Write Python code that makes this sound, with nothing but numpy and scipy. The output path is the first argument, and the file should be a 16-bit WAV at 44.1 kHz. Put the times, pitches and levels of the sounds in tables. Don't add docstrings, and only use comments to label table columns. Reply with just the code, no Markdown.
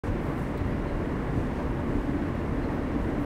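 import sys
import numpy as np
from scipy import signal
from scipy.fft import rfft, irfft, next_fast_len
from scipy.io import wavfile
from scipy.ndimage import uniform_filter1d, map_coordinates

SR = 44100
rng = np.random.default_rng(int(sys.argv[2]) if len(sys.argv) > 2 else 0)


def digitize_waveform(pressure):
    field = np.atleast_2d(pressure).T
    bounded = np.clip(field, -1, 1)
    quanta = np.round(bounded * 32767).astype(np.int16)
    wavfile.write(sys.argv[1], SR, quanta)


N = 143325


def amp(db):
    return 10 ** (np.asarray(db) / 20)


def unit(x):
    return x / np.sqrt(np.mean(x ** 2) + 1e-20)


def clock():
    return np.arange(N) / SR


def curve(rows):
    return np.interp(clock(), *np.transpose(rows))


def wobble(rate):
    knots = rng.standard_normal(4096)
    return unit(map_coordinates(knots, [clock() * rate], mode="wrap"))


def swell(s, length):
    return np.exp(-2 * ((clock() - s) / length) ** 2)


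def filtered(x, response):
    m = next_fast_len(N + SR // 2)
    hz = np.fft.rfftfreq(m, 1 / SR)
    return irfft(rfft(x, m) * response(hz), m)[:N]


def rush(spectrum, patchy_db):
    z = signal.stft(rng.standard_normal(N), nperseg=512)[2]
    across_pitch = uniform_filter1d(rng.standard_normal(z.shape), size=6, axis=0)
    patches = uniform_filter1d(across_pitch, size=14, axis=1)
    noise = signal.istft(z * amp(patchy_db * unit(patches)), nperseg=512)[1][:N]
    hz, db = np.transpose(spectrum)
    return unit(filtered(noise, lambda f: amp(np.interp(np.log(f + 1), np.log(hz), db))))


def resonance(hz, width):
    def response(f):
        damping = 1j * f * width
        return (damping / (hz * hz - f * f + damping)) ** 2
    return unit(filtered(rng.standard_normal(N), response))


def steadied(x):
    evenness = 0.88
    power = np.abs(uniform_filter1d(np.abs(signal.hilbert(x)) ** 2, size=SR // 25))
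    return unit(x / (power + 0.054) ** (evenness / 2))


def tone(hz, wander_hz, rate):
    cycles = np.cumsum(hz + wander_hz * wobble(rate)) / SR
    return np.sqrt(2) * np.sin(2 * np.pi * (cycles + rng.random()))


def ventilation():
    # frequency in Hz, relative density in dB per Hz.
    air_colour = [(500, -12), (3000, -21), (5000, -2), (7000, -3.5), (8700, -1), (10000, -5.5),
                  (12000, -4.5), (13200, -8.5), (15800, -9)]
    hiss = rush(air_colour, patchy_db=.3)
    return amp(-68 + 0.35 * wobble(6.9)) * hiss


def panel():
    # peak time in seconds, level in dB, length in seconds.
    squeaks = [(.89, -64, 0.046), (2.645, -61.5, .028)]
    level = sum(amp(db) * swell(s, length) for s, db, length in squeaks)
    return level * tone(4200, wander_hz=110, rate=450)


def fittings():
    # start in seconds, level in dB, ring in Hz, resonator width in Hz,
    # time to decay by 60 dB in seconds.
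    ticks = [(.5005, -63, 10000, 7000, .015), (.5748, -55, 15300, 2500, .04),
             (0.574, -56, 8500, 4500, 0.05), (0.575, -56, 3850, 1200, 0.14),
             (2.286, -58, 12100, 1500, .022), (2.348, -64.5, 12700, 3800, .035),
             (3.09, -68, 14500, 2500, .04)]
    attack_s = 0.00062
    out = np.zeros(N)
    for s, db, hz, width, t60 in ticks:
        age = np.maximum(clock() - s, 0)
        attack = 1 - np.exp(-age / attack_s)
        out += amp(db - 60 * age / t60) * attack * resonance(hz, width)
    return out


def cloth():
    # start in seconds, length in seconds, level in dB, centre in Hz,
    # width (standard deviation) in octaves.
    rustles = [(.01, 0.1, -61.5, 5500, 0.79), (.2, .18, -66, 10000, 0.85), (0.37, 0.031, -66, 12000, .11),
               (.35, 0.17, -64.5, 8400, 0.6), (.65, .12, -72, 11000, .5), (1.32, 0.19, -65.5, 6500, .65),
               (1.52, 0.15, -64.5, 4000, 0.83), (1.87, 0.26, -69.5, 7000, 0.46),
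               (2.725, .06, -71, 13500, .3), (2.996, .13, -68, 7500, .6), (3.193, 0.09, -65.5, 12000, .45)]
    rise, grain_db = 0.26, 2
    out = np.zeros(N)
    for s, length, db, hz, octaves in rustles:
        noise = rng.standard_normal(N)
        band = unit(filtered(noise, lambda f: np.exp(-.5 * (np.log2((f + 1) / hz) / octaves) ** 2)))
        stroke = np.interp((clock() - s) / length, [0, rise, 1], [0, 1, 0]) ** 0.38
        out += amp(db) * stroke * unit(band * amp(grain_db * wobble(400)))
    return out


def drive():
    # time in seconds, level in dB before the trim and flutter.
    hum_level = [(.05, -36), (.14, -42), (.38, -47), (.55, -37.5), (.76, -42.5), (1.38, -38.5), (1.53, -56),
                 (1.91, -40), (1.98, -34), (2.09, -42), (2.16, -33), (2.24, -34), (2.38, -46),
                 (2.55, -42.5), (2.8, -36), (2.97, -34.5), (3.07, -38), (3.22, -33.5)]
    # pitch in Hz, level in dB.
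    whines = [(2744, -71), (2857, -71.5), (9000, -90), (10141, -90)]
    hum_hz, wander_hz = 288.4, 1.834
    trim_db, flutter_db, octave_db = -.5, 1.2, -55.5
    level = amp(curve(hum_level) + trim_db + flutter_db * wobble(21.5))
    hum = level * tone(hum_hz, wander_hz, rate=25)
    octave = amp(octave_db) * tone(2 * hum_hz, 2 * wander_hz, rate=12)
    whine = sum(amp(db) * tone(hz, wander_hz=1.8, rate=15) for hz, db in whines)
    return hum + octave + whine


def rumble():
    # frequency in Hz, relative density in dB per Hz.
    body_colour = [(8, -29), (24, -13), (39, -1), (54, -3.5), (70, -7.5), (88, -7.5), (106, -15.5),
                   (200, -42), (500, -75), (1500, -120)]
    # peak time in seconds, level in dB, length in seconds.
    jolts = [(0.11, -32, 0.069), (0.816, -42, 0.019), (0.948, -28.5, .045), (1.23, -48, 0.033),
             (1.677, -29.5, 0.057), (1.974, -28.5, 0.09), (2.553, -36, 0.1), (3.05, -32, 0.07)]
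    # frequency in Hz, relative density in dB per Hz.
    jolt_colour = [(14, -38), (30, -7), (52, -4), (66, -9), (90, -23), (130, -25), (400, -84)]
    surge = sum(amp(db) * swell(s, length) for s, db, length in jolts)
    steady = amp(-35) * steadied(rush(body_colour, patchy_db=2.5))
    return steady + surge * steadied(rush(jolt_colour, patchy_db=-1.5))


def wheels():
    # frequency in Hz, relative density in dB per Hz.
    rolling_colour = [(40, -28), (105, -3.5), (150, -0.5), (200, -2.5), (350, -1.5), (410, -6), (480, -7.5),
                      (540, -9.5), (680, -12), (830, -13), (1120, -13.5), (1230, -18), (1600, -19),
                      (1900, -19.5), (2200, -23.5), (2500, -28.5), (3500, -36.5), (5000, -43.5),
                      (9000, -54), (16000, -70)]
    # time in seconds, level in dB before the trim and flutter.
    rolling_level = [(0.06, -34.5), (0.12, -35), (0.32, -35.5), (0.33, -34.5), (0.35, -35.5), (1.34, -35),
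                     (1.39, -35), (1.41, -35), (1.72, -35.5), (3.25, -35)]
    # pitch in Hz, half the resonator width in Hz, level in dB.
    cabin_modes = [(133.2, 8.4, -41), (182.5, 15, -48), (222.7, 9.9, -44), (253.4, 5, -41),
                   (332, 16.7, -48.5), (461, 22, -48.5), (583, 13.6, -50)]
    # peak time in seconds, level in dB,
    # length in seconds, centre in Hz, resonator width in Hz.
    rough_rail = [(0.096, -28.5, .05, 86, 45), (0.279, -34.5, 0.044, 220, 122),
                  (0.295, -37, 0.051, 410, 293), (0.418, -31, 0.028, 180, 45), (0.644, -30.5, 0.07, 90, 50),
                  (0.674, -35.5, 0.06, 250, 160), (1.387, -28.5, 0.049, 88, 70),
                  (1.39, -34, 0.021, 392, 150), (1.608, -40.5, .04, 1030, 300), (1.97, -36, .04, 240, 70),
                  (2.088, -30.5, 0.025, 244, 50), (2.193, -32.5, 0.094, 207, 90),
                  (2.51, -35, 0.07, 126, 35), (2.97, -35, 0.045, 315, 221)]
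    trim_db, flutter_db = 2.5, 0.34
    level = amp(curve(rolling_level) + trim_db + flutter_db * wobble(45.14))
    roar = level * rush(rolling_colour, patchy_db=0.43)
    booms = sum(amp(db) * steadied(resonance(hz, 2 * half_width)) for hz, half_width, db in cabin_modes)
    surges = sum(amp(db) * swell(s, length) * steadied(resonance(hz, width))
                 for s, db, length, hz, width in rough_rail)
    return roar + booms + surges


def scene():
    return (rumble() + wheels() + drive() + ventilation() + cloth() + fittings() + panel())[None]


def record(dry):
    start_s, fade_s, top_hz = .035, .003, 15750
    t = clock()
    opening = np.clip(np.minimum(t - start_s, t[-1] - t) / fade_s, 0, 1)
    return filtered(dry[0] * opening, lambda f: f < top_hz)[None]


dry = scene()
out = record(dry)
digitize_waveform(out)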